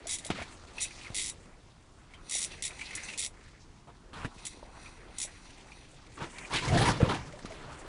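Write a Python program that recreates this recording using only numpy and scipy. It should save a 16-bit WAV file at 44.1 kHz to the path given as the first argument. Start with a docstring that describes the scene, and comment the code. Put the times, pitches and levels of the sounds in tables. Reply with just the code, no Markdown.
"""Inside a small fabric ice-fishing shelter, over low rumble, fabric murmur and clothing rustle.
The reel's drag ratchet buzzes in short runs: each tooth snaps and its pawl chatters, ringing the reel's modes.
Uneven gear meshing whirrs through the same modes in three spells; short narrow rasps and ticks are noise bursts.
The microphone housing is shoved, creaks and is scraped by shaped noise; dull blows are short low rings.
Short pitched pops, most gliding up, come now and then, more often near the end, where the fish thrashes:
slosh, gulps, froth and spray are swelling noise, and slaps are dying bursts."""
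import sys
import numpy as np
from scipy import signal
from scipy.io import wavfile
from scipy.ndimage import uniform_filter1d

SR = 44100
rng = np.random.default_rng(int(sys.argv[2]) if len(sys.argv) > 2 else 0)


def to_wav(sig):
    """Store sig (one row per channel, or 1-D mono) as 16-bit WAV at the path in sys.argv[1].

    Samples outside -1..1 are clipped; the rate is SR.
    """
    pcm = np.clip(np.atleast_2d(sig), -1, 1) * 32767
    pcm = np.round(pcm).astype(np.int16)
    wavfile.write(sys.argv[1], SR, pcm.T)  # frames by channels


N = 347490   # samples in the scene
CUTOFF_HZ = 10550   # top of the microphone's range

# Resonances of the reel: f/Hz, width/Hz, relative level/dB when the pawl strikes,
# relative level/dB when the gears mesh
REEL_MODES = [(2100, 250, -2.5, 12), (2560, 270, -7, 14), (3500, 350, -5.5, -20), (3830, 110, 4, -19.5),
              (4060, 1600, -8.5, -9.5), (5790, 280, -4.5, -6), (6990, 330, -6, -29), (7740, 200, -3.5, -23),
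              (8540, 400, -6.5, -10.5), (9240, 420, -7.5, -12), (9940, 430, -4, -28)]
# Runs of the slipping drag: start/s, length/s, teeth per s at the start, at the end,
# relative chatter/dB at the start, midway, at the end, frame ring against chatter/dB,
# snap against chatter/dB before its growth through the run
DRAG_RUNS = [(0.07, .088, 80, 160, -30, -27, -39.5, -7.5, 8), (0.186, .005, 70, 70, -34, -32, -32, -5, 17),
             (0.2484, .02, 64, 64, -30, -32, -33.5, -7, 9),
             (0.8055, .038, 110, 175, -26, -26.5, -43, -10.5, 7),
             (1.1457, .155, 100, 110, -27, -33, -34.5, -5.5, 15.5),
             (2.2964, .097, 75, 140, -30, -27, -34.5, -7.5, 10),
             (2.405, .047, 80, 105, -29, -27.5, -33.5, -11, 16.5),
             (2.6235, .06, 73, 71, -25.5, -32.5, -36, -5.5, 15.5),
             (2.952, .005, 70, 70, -26.5, -28, -28, -16, 11),
             (3.177, .09, 115, 72, -30, -32, -32, -6.5, 16.5),
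             (4.4523, .02, 64, 64, -28.5, -37, -26, -8, 11),
             (5.1843, .07, 50, 105, -27.5, -24.5, -37, -11, 10.5)]


def from_db(db):
    """Decibels to linear gain."""
    return 10 ** (np.asarray(db) / 20)


def rms_one(x):
    """Scale a sound to rms 1."""
    return x / np.sqrt(np.mean(x ** 2) + 1e-20)


def in_time(rows):
    """Columns of a curve at every sample."""
    s, *columns = np.transpose(rows)
    return [np.interp(np.arange(N) / SR, s, column) for column in columns]


def in_spans(tables):
    """A gate open only inside the curves, and their columns; steps are rounded over 2 ms."""
    t = np.arange(N) / SR
    inside = sum((t >= rows[0][0]) & (t < rows[-1][0]) for rows in tables) > 0
    return uniform_filter1d([inside * 1., *in_time(np.vstack(tables))], size=90)


def drift(rate_hz):
    """Slow random wandering of spread 1, made at a fortieth of the sample rate."""
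    r = np.exp(-80 * np.pi * rate_hz / SR)
    noise = rng.standard_normal(N // 40 + 2002)
    slow = signal.lfilter([1], [1, -2 * r, r * r], noise)[2000:]   # start-up discarded
    return np.interp(np.arange(N) / 40, np.arange(len(slow)), rms_one(slow))


def resonate(x, hz, width_hz):
    """Two-pole resonance, gain 1 on top."""
    r = np.exp(-np.pi * width_hz / SR)
    feedback = [1, -2 * r * np.cos(2 * np.pi * hz / SR), r * r]
    # the tiny offset keeps silent stretches numerically cheap
    return signal.lfilter([(1 - r * r) / 2, 0, (r * r - 1) / 2], feedback, x + 1e-18)


def grains(per_s, spread_db):
    """Random clicks of uneven size and either sign; rms 1."""
    sizes = from_db(spread_db * np.minimum(rng.exponential(1, N), 5)) * rng.choice([-1, 1], N)
    return rms_one(sizes * (rng.random(N) < per_s / SR))


def coloured(source, spectrum, patchy_db):
    """A source through half-octave bands, each with its level and its own flicker; rms 1."""
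    hz, level_db = np.transpose(spectrum)
    octaves = np.log2(min(hz[-1], 1.2 * CUTOFF_HZ) / hz[0])
    edges = hz[0] * 2 ** np.arange(0, octaves + .5, .5)
    out = 0
    for k, (low, high) in enumerate(zip(edges, edges[1:])):
        band = signal.sosfilt(signal.butter(2, [low, high], "band", fs=SR, output="sos"), source)
        centre_db = np.interp(np.log(low * high) / 2, np.log(hz), level_db)
        # alternating sign makes neighbours add at their shared edge
        out = out + (-1) ** k * band * from_db(centre_db + patchy_db * drift(9.3))
    return rms_one(out)


def strikes(times, gains):
    """Single-sample clicks at the given times."""
    clicks = np.zeros(N)
    clicks[np.round(np.asarray(times) * SR).astype(int)] = gains
    return clicks


def dying(clicks, t60):
    """Each click starts an exponential decay of 60 dB in t60 seconds."""
    return signal.lfilter([1], [1, -from_db(-60 / (t60 * SR))], clicks + 1e-18)


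def wavering_tone(hz, width_hz):
    """A narrow band of noise that follows a moving pitch; rms 1."""
    turning = np.exp(2j * np.pi * np.cumsum(hz) / SR)
    return rms_one((turning * (drift(width_hz) + 1j * drift(width_hz))).real)


def bursts(events, width_hz, ring_db, broad_db):
    """Sudden bursts of noise that die, strongest around their centre."""
    out, t = np.zeros(N), np.arange(SR // 8) / SR
    for s, level_db, hz, t60 in events:
        burst = rng.standard_normal(len(t)) * from_db(level_db - 60 * t / t60)
        ring = from_db(ring_db) * resonate(burst, hz, width_hz)
        broad = from_db(broad_db) * resonate(burst, 2300, 4500)
        at = round(s * SR)
        out[at:at + len(t)] += ring + broad
    return out


def swells(start, rise_s, fall_s, peak_db, rise_db, fall_db, hold_s=0):
    """Gain that climbs to each peak, holds and drops away, straight in dB; the strongest swell wins."""
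    out, t = np.zeros(N), np.arange(N) / SR
    for s, rise, fall, db in zip(start, rise_s, fall_s, peak_db):
        # the drop goes on for a second fall time
        corners = s + np.cumsum([0, rise, hold_s, 2 * fall])
        span = slice(round(s * SR), round(corners[-1] * SR))
        below_peak_db = np.interp(t[span], corners, [rise_db, 0, 0, 2 * fall_db])
        out[span] = np.maximum(out[span], from_db(db - below_peak_db))
    return uniform_filter1d(out, size=90)   # corners rounded over 2 ms


def held(start, values):
    """Each value lasts until the next start."""
    latest = np.searchsorted(start, np.arange(N) / SR) - 1
    return np.asarray(values)[np.maximum(latest, 0)]


def shelter():
    """Rumble, fabric murmur and clothing rustle never stop: noise and grains through drifting bands."""
    # Background levels before trim: t/s, fabric murmur/dB, clothing rustle/dB
    background = [(0.0, -57, -63), (0.11, -56, -53), (0.2, -59.5, -53.5), (0.4, -59, -56),
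                  (0.6, -58, -58.5), (1.15, -57.5, -55), (1.42, -61.5, -64), (1.78, -66.5, -72.5),
                  (2.23, -61, -69), (2.47, -57.5, -52), (2.72, -59.5, -59), (3.13, -55, -48),
                  (3.26, -61.5, -79), (3.44, -62.5, -62), (3.87, -65.5, -73), (4.2, -60, -72),
                  (4.38, -60.5, -60.5), (4.7, -58.5, -64.5), (5.3, -60, -60.5), (6.04, -62.5, -64),
                  (6.47, -54, -51.5), (7.24, -56.5, -58.5), (7.88, -51, -59.5)]
    # Spectra of low rumble, fabric murmur and clothing rustle: f/Hz, level/dB per Hz
    rumble_spectrum = [(12, -38), (20, 0.5), (123, -9.5), (348, -18.5), (387, -26), (425, -34), (500, -48),
                       (650, -70), (1100, -120)]
    murmur_spectrum = [(180, -24), (300, -2.5), (610, -7), (741, -4.5), (1200, -8), (2140, -17.5),
                       (3500, -32), (4550, -30), (7700, -120)]
    rustle_spectrum = [(1180, -32), (2000, 3), (2490, -5.5), (3010, -3), (4130, -3.5), (9570, -8.5),
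                       (10500, -14), (11500, -42), (14900, -91), (22000, -120)]
    murmur_db, rustle_db = in_time(background)
    rumble_db = -53.5 + 0.35 * (murmur_db + 60)   # follows a share of the murmur's swing
    rumble = from_db(rumble_db) * coloured(rng.standard_normal(N), rumble_spectrum, patchy_db=2.0)
    fabric = coloured(grains(6000, spread_db=3.5), murmur_spectrum, patchy_db=3.0)
    murmur = from_db(murmur_db + 2.5) * fabric
    clothing = coloured(grains(9000, spread_db=-0.5), rustle_spectrum, patchy_db=4.0)
    rustle = from_db(rustle_db + 1.0 + 1.75 * drift(52)) * clothing
    return rumble + murmur + rustle


def pops():
    """Short pitched pops are decaying sines; most glide up."""
    # Pops: t/s, level/dB before the soft onset, starting f/Hz,
    # glide/octaves per half t60 (negative falls), t60/s
    pop_rows = [(.042, -39.5, 874, -1.2, 0.012), (.057, -37.5, 627, 0.4, 0.072),
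                (0.258, -35.5, 560, 0.5, 0.032), (0.291, -33, 970, -0.5, 0.0091),
                (0.359, -34, 1110, 0.72, 0.016), (.385, -34.5, 483, 2.7, .06),
                (.416, -30.5, 635, .3, 0.036), (2.354, -30, 570, 0.8, 0.011),
                (4.628, -35, 550, 0.28, 0.026), (4.628, -40, 960, -0.4, 0.035),
                (5.25, -39.5, 557, 0.5, 0.026), (6.179, -36, 1090, 0.23, 0.035),
                (6.449, -35.5, 2370, .1, .04), (7.118, -26, 934, 0.4, 0.071),
                (7.154, -28.5, 737, .2, 0.051), (7.335, -38.5, 576, 0.15, 0.096),
                (7.507, -35.5, 640, 0.2, 0.062), (7.521, -37, 640, 0.092, .035),
                (7.68, -43, 675, -1, 0.069)]
    out, t = np.zeros(N), np.arange(SR // 10) / SR
    for s, level_db, hz, glide, t60 in pop_rows:
        pitch = hz * 2 ** (glide * np.minimum(2 * t / t60, 1.5))
        phase = 2 * np.pi * np.cumsum(pitch) / SR
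        onset = 1 - np.exp(-t / 0.00041)
        at = round(s * SR)
        out[at:at + len(t)] += from_db(level_db - 60 * t / t60) * onset * np.sin(phase)
    return out


def teeth():
    """The spool speeds up or slows evenly through a run; teeth vary a little in timing and strength."""
    jitter_s = .001
    tooth_spread_db, frame_spread_db, snap_spread_db = 2.5, 3.0, 0.5   # tooth to tooth
    first_snap_db, snap_grows_db = -2, 5   # first tooth lets go softly; snap sharpens through a run
    rows = []
    for s, length, rate, last_rate, *run_db, frame_db, snap_db in DRAG_RUNS:
        part = np.linspace(0, 1, num=200)
        turned = length * (rate * part + (last_rate - rate) * part ** 2 / 2)   # teeth passed so far
        tooth = np.arange(int(turned[-1]) + 1)
        at = np.interp(tooth, turned, part)
        # the first tooth has no random timing or strength
        late, strong, frame, snap = rng.standard_normal((4, len(tooth))) * (tooth > 0)
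        times = s + length * at + jitter_s * late
        chatter_db = np.interp(at, [0, .5, 1], run_db) + tooth_spread_db * strong
        # the snap does not share the chatter's change of strength
        snaps_db = snap_db + snap_spread_db * snap - tooth_spread_db * strong
        snaps_db = snaps_db + first_snap_db * (tooth == 0) + snap_grows_db * (at - .5)
        rows.append([times, chatter_db, frame_db + frame_spread_db * frame, snaps_db])
    return np.hstack(rows)


def small_body(x):
    """The reel is too small to radiate below its lowest mode."""
    return signal.sosfilt(signal.cheby1(7, .5, 1930, "high", fs=SR, output="sos"), x)


def ratchet():
    """A sharp snap, then the pawl chatters on its spring; the shelter adds a short tail."""
    frame_top_hz = 5000   # modes below this belong to the frame
    s, chatter_db, frame_db, snap_db = teeth()
    chatter, air = grains(16000, spread_db=0.5), rng.standard_normal(N)
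    # the snap is heard directly, before anything rings
    out = resonate(strikes(s, from_db(chatter_db + snap_db + 6)), 5200, 7000)
    # every tooth strikes the modes differently
    scatter_db = rng.normal(0, 1.0, (len(s), len(REEL_MODES)))
    for k, (hz, width_hz, strike_db, mesh_db) in enumerate(REEL_MODES):
        mode_db = chatter_db + strike_db + scatter_db[:, k] + frame_db * (hz < frame_top_hz)
        clicks = strikes(s, from_db(mode_db))
        pawl = chatter * dying(clicks, t60=0.08)
        tail = from_db(-9.5) * air * dying(clicks, t60=.11)
        force = from_db(16) * clicks + pawl + tail
        out = out + from_db(7) * (-1) ** k * resonate(force, hz, width_hz)
    return small_body(out)


def rub():
    """Something rubs the microphone housing: it is shoved (lumpy bass), creaks and is scraped (dense grains)."""
    # Rubs, levels before trim: start/s, rise/s, fall/s (the drop lasts two), shove/dB,
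    # creak f/Hz, creak/dB, scrape/dB
    rubs = [(0.302, .002, 0.034, -31, 1090, -27.5, -36.5), (0.346, .078, .025, -43.5, 1150, -61, -48),
            (0.44, 0.038, .07, -60, 1200, -67, -57), (3.872, 0.033, .017, -64, 780, -44, -68),
            (4.131, .113, 0.0068, -46.5, 1136, -43, -52), (4.246, 0.0095, 0.023, -32.5, 1475, -37.5, -44)]
    # Scrape spectrum: f/Hz, level/dB per Hz
    scrape_spectrum = [(240, -40), (400, -4), (2450, -3.5), (9840, -21), (10600, -29), (11500, -81),
                       (14900, -111), (22000, -120)]
    rise_db = 3   # climb during the rise
    *when, shove_db, creak_hz, creak_db, scrape_db = np.transpose(rubs)
    shove = rms_one(resonate(resonate(rng.standard_normal(N), 38, 69), 40, 340))
    creak = wavering_tone(held(when[0], creak_hz), width_hz=470)
    scrape = coloured(grains(7000, spread_db=3.0), scrape_spectrum, patchy_db=2.5)
    # fall_db is the drop in each fall time
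    return (swells(*when, shove_db, rise_db, fall_db=14) * shove
            + swells(*when, creak_db - 4, rise_db, fall_db=38) * creak
            + swells(*when, scrape_db + 4, rise_db, fall_db=17) * scrape)


def thumps():
    """A push that rings a few low cycles, with a crack on top; soft contacts rise slowly."""
    # Dull blows: t/s, level/dB before the onset, f/Hz, crack against push/dB before trim, contact/ms
    blows = [(.3030, -17.5, 212, 4, 0.097), (0.3056, -18.5, 323, -27, 0.37), (0.317, -28, 90, -20, 1.3),
             (1.103, -29.5, 101, -14, 0.53), (4.1320, -34.5, 145, -7, 0.28), (4.248, -20, 127, -22, 0.15),
             (4.364, -35, 110.7, -20, 1.6), (4.545, -34, 310, -25, 1.1), (4.572, -30, 318, -25, 0.93),
             (6.2200, -26.5, 122, -10, 0.44), (6.8991, -13, 118, -19, 1.4), (7.0290, 0.5, 121, -38, 1.3),
             (7.079, -13, 112, -23, 1.6), (7.2080, -32, 59.7, -27, 2.2), (7.448, -21.5, 202, -11, 0.77)]
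    out, t = np.zeros(N), np.arange(SR // 10) / SR
    for s, level_db, hz, crack_db, contact_ms in blows:
        onset = np.minimum(1000 * t / contact_ms, 1) ** 2
        ringing = from_db(-60 * t * hz / 3.25)   # down 60 dB in 3.25 cycles
        push = np.cos(2 * np.pi * hz * t - .6) * ringing * onset
        dull_noise = signal.lfilter([.4], [1, -.6], rng.standard_normal(len(t)))
        crack = dull_noise * from_db(crack_db - 18.5 - 60 * t / 0.039)
        at = round(s * SR)
        out[at:at + len(t)] += from_db(level_db) * (push + crack)
    return out


def rasps():
    """Short narrow rasps and ticks near the reel's low modes: dying bursts of resonant noise."""
    # Rasps and ticks: t/s, relative level/dB, f/Hz
    rasp_rows = [(0.3294, -51, 2030), (0.3608, -39, 2440), (0.3776, -38, 2200), (0.4214, -34, 2320),
                 (0.7818, -30, 2590), (0.8475, -34.5, 2560), (0.9062, -39.5, 2360), (1.0121, -39, 2560),
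                 (1.046, -36, 2430), (1.063, -38, 2160), (2.136, -45, 2220), (2.14, -44.5, 3110),
                 (2.5173, -39, 2660), (2.7053, -39, 2380), (2.7916, -34.5, 2300), (2.811, -30, 2320),
                 (2.906, -35.5, 2050), (2.93, -36, 2100), (2.975, -32, 2090), (3.035, -37, 6200),
                 (3.0867, -29.5, 2560), (3.1, -35, 2560), (3.1346, -33.5, 2550), (4.3817, -45, 2500),
                 (4.858, -41, 2390), (5.7187, -45.5, 2420)]
    t60_s = 0.097
    return bursts([(*row, t60_s) for row in rasp_rows], width_hz=170, ring_db=13, broad_db=-13)


def gears():
    """Teeth meshing unevenly drive the reel's modes: two low ones whirr, upper ones vary against them."""
    # Three spells of crank turning: t/s, gear whirr/dB before trim, upper modes against whirr/dB
    spells = [
        [(0.74, -61, -4), (0.81, -49, 9), (0.96, -62.5, 3), (1.14, -62, 1)],
        [(2.1, -83, -4), (2.22, -71, 3), (2.29, -59.5, 10), (2.47, -68, 8), (2.524, -51.5, 2), (2.61, -67, 2),
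         (2.72, -61.5, 6), (2.874, -46.5, -7), (3.094, -50.5, 1), (3.17, -58, 1)],
        [(4.28, -82, 9), (4.464, -55.5, 5.5), (4.688, -71, 1), (4.846, -56, 3.5), (5.082, -67, -5),
         (5.18, -59.5, 9), (5.3, -69, 9), (5.514, -63.5, 5), (5.612, -65, -7), (5.77, -63.5, 8.5),
         (5.91, -70, 0), (6.14, -77, -6)],
    ]
    gate, whirr_db, upper_db = in_spans(spells)
    mesh = grains(8000, spread_db=2.5) * from_db(1.5 * drift(60))
    modes = [from_db(mesh_db) * resonate(mesh, hz, width_hz / 2)
             for hz, width_hz, strike_db, mesh_db in REEL_MODES]
    lower = small_body(rms_one(sum(modes[:2])))
    upper = small_body(rms_one(sum(modes[2:])))
    return gate * from_db(whirr_db - 2.5) * (lower + from_db(upper_db) * upper)


def froth():
    """Small bubbles burst at random and ring about a dozen cycles each; rms 1."""
    # Froth spectrum: f/Hz, level/dB per Hz
    froth_spectrum = [(150, -30), (250, 4.5), (404, -4.5), (834, -7.5), (923, -3), (1410, -6), (3600, -22),
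                      (4680, -46), (7920, -120)]
    hz, level_db = np.transpose(froth_spectrum)
    pitches = np.geomspace(280, 3500, 22)
    bursting = grains(4500, spread_db=3.0)
    dealt = rng.integers(0, 22, N)   # which pitch each bubble gets
    out = 0
    for k, pitch in enumerate(pitches):
        gain = from_db(np.interp(np.log(pitch), np.log(hz), level_db))
        out = out + gain * resonate(bursting * (dealt == k), pitch, pitch / 13.0)
    return rms_one(out)


def splash():
    """Slosh rocks the water column, an air pocket gulps, froth bursts and droplets spray."""
    # Surges as the fish thrashes, levels before trim: start/s, rise/s, fall/s (the drop lasts two),
    # slosh/dB, air pocket f/Hz, gulp/dB, froth/dB, spray/dB
    surges = [(6.172, 0.054, 0.05, -44, 929, -37, -39.5, -45.5),
              (6.3, 0.045, 0.092, -56, 952, -49, -65, -59),
              (6.5, 0.046, 0.077, -33.5, 1001, -59, -34.5, -32.5),
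              (6.6, 0.041, 0.17, -34.5, 1000, -33, -38, -36.5),
              (6.67, 0.07, 0.27, -19.5, 710, -24.5, -39, -35),
              (6.771, 0.041, 0.15, -21.5, 760, -26, -32, -34),
              (6.84, 0.034, 0.076, -23, 941, -20.5, -27.5, -36),
              (7.0, 0.0058, 0.22, -27, 515, -23, -34, -54), (7.083, 0.011, 0.097, -28, 870, -30, -31, -40)]
    # Spray spectrum: f/Hz, level/dB per Hz
    spray_spectrum = [(1530, -9), (2600, -8), (3550, -10), (9710, -26.5), (10600, -20), (11500, -78),
                      (14900, -108), (22000, -120)]
    # Broad rumble of the water: f/Hz, width/Hz, relative level/dB
    slosh_modes = [(55, 105, 8), (225, 92, 1)]
    # The water laps on once the fish is out: start/s, slosh/dB, slosh fading/dB per s,
    # air pocket f/Hz, gulp/dB, froth/dB, spray/dB
    lapping_row = (7.5, -55, 23, 611, -60, -60, -59)
    column_hz, hold_s = 136.1, 0.017   # water column in the hole; time at each peak
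    *when, slosh_db, pocket_hz, gulp_db, froth_db, spray_db = np.transpose(surges)
    lap_s, lap_slosh_db, fading_db, lap_hz, lap_gulp_db, lap_froth_db, lap_spray_db = lapping_row
    lapping = (np.arange(N) > lap_s * SR) * from_db(2 * drift(6.7))
    fading_slosh_db = lap_slosh_db - fading_db * (np.arange(N) / SR - lap_s)
    churn = rng.standard_normal(N)
    rumble = rms_one(sum(from_db(level_db) * resonate(churn, hz, width_hz)
                         for hz, width_hz, level_db in slosh_modes))
    slosh = wavering_tone(np.full(N, column_hz), width_hz=34) + from_db(-1.5) * rumble
    gulp = wavering_tone(held([*when[0], lap_s], [*pocket_hz, lap_hz]), width_hz=58)
    clumps = from_db(1.27 * drift(28))   # bursts come in bunches
    foam = rms_one(clumps * froth())
    droplets = coloured(grains(5000, spread_db=-1.0), spray_spectrum, patchy_db=4.5)
    spray = rms_one(clumps * droplets)
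    # sound, peak/dB, climb to the peak/dB, drop in each fall time/dB, lapping/dB
    layers = [(slosh, slosh_db - 6.0, 11.5, 16.5, fading_slosh_db),
              (gulp, gulp_db - 6.0, 18, 35, lap_gulp_db),
              (foam, froth_db + 1.0, 11, 20.5, lap_froth_db),
              (spray, spray_db, 19, 16, lap_spray_db)]
    out = 0
    for sound, peak_db, rise_db, fall_db, lap_db in layers:
        surge = swells(*when, peak_db, rise_db, fall_db, hold_s)
        out = out + sound * (surge + from_db(lap_db) * lapping)
    return out


def slaps():
    """Tail and water strike the icy rim of the hole: dying noise bursts, longer for harder slaps."""
    # Water slapping the ice: t/s, relative level/dB, f/Hz
    slap_rows = [(6.3837, -28, 2300), (6.536, -20, 2340), (6.559, -19, 2340), (6.6794, -22, 2160),
                 (6.7739, -17, 1780), (6.8545, -18.5, 1910), (6.973, -36, 4760), (6.985, -37.5, 4660),
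                 (7.096, -36, 1331), (7.1455, -26, 2750), (7.272, -39, 1240), (7.325, -34.5, 2140),
                 (7.3906, -34, 1740), (7.4557, -29.5, 1250), (7.52, -33, 2100)]
    t60_s, longer_per_db = 0.072, 0.14   # decay at -30 dB in the table; octaves of decay time per dB
    rows = [(s, db, hz, t60_s * 2 ** (longer_per_db * (db + 30))) for s, db, hz in slap_rows]
    return bursts(rows, width_hz=240, ring_db=3, broad_db=-11.5)


def scene():
    """All the sounds inside the shelter, mixed to one channel."""
    reel = ratchet() + gears()
    handling = shelter() + rub() + thumps()
    water = splash() + slaps()
    return (reel + handling + water + pops() + rasps())[None]


def record(dry):
    """The microphone adds its steady hiss, peaks are rounded, the top is cut steeply."""
    hiss = from_db(-69) * rms_one(resonate(rng.standard_normal(N), 2940, 4600))
    rounded = .4 * np.tanh((dry + hiss) / .4)
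    return signal.sosfilt(signal.ellip(10, 1, 70, CUTOFF_HZ, fs=SR, output="sos"), rounded)


dry = scene()
out = record(dry)
to_wav(out)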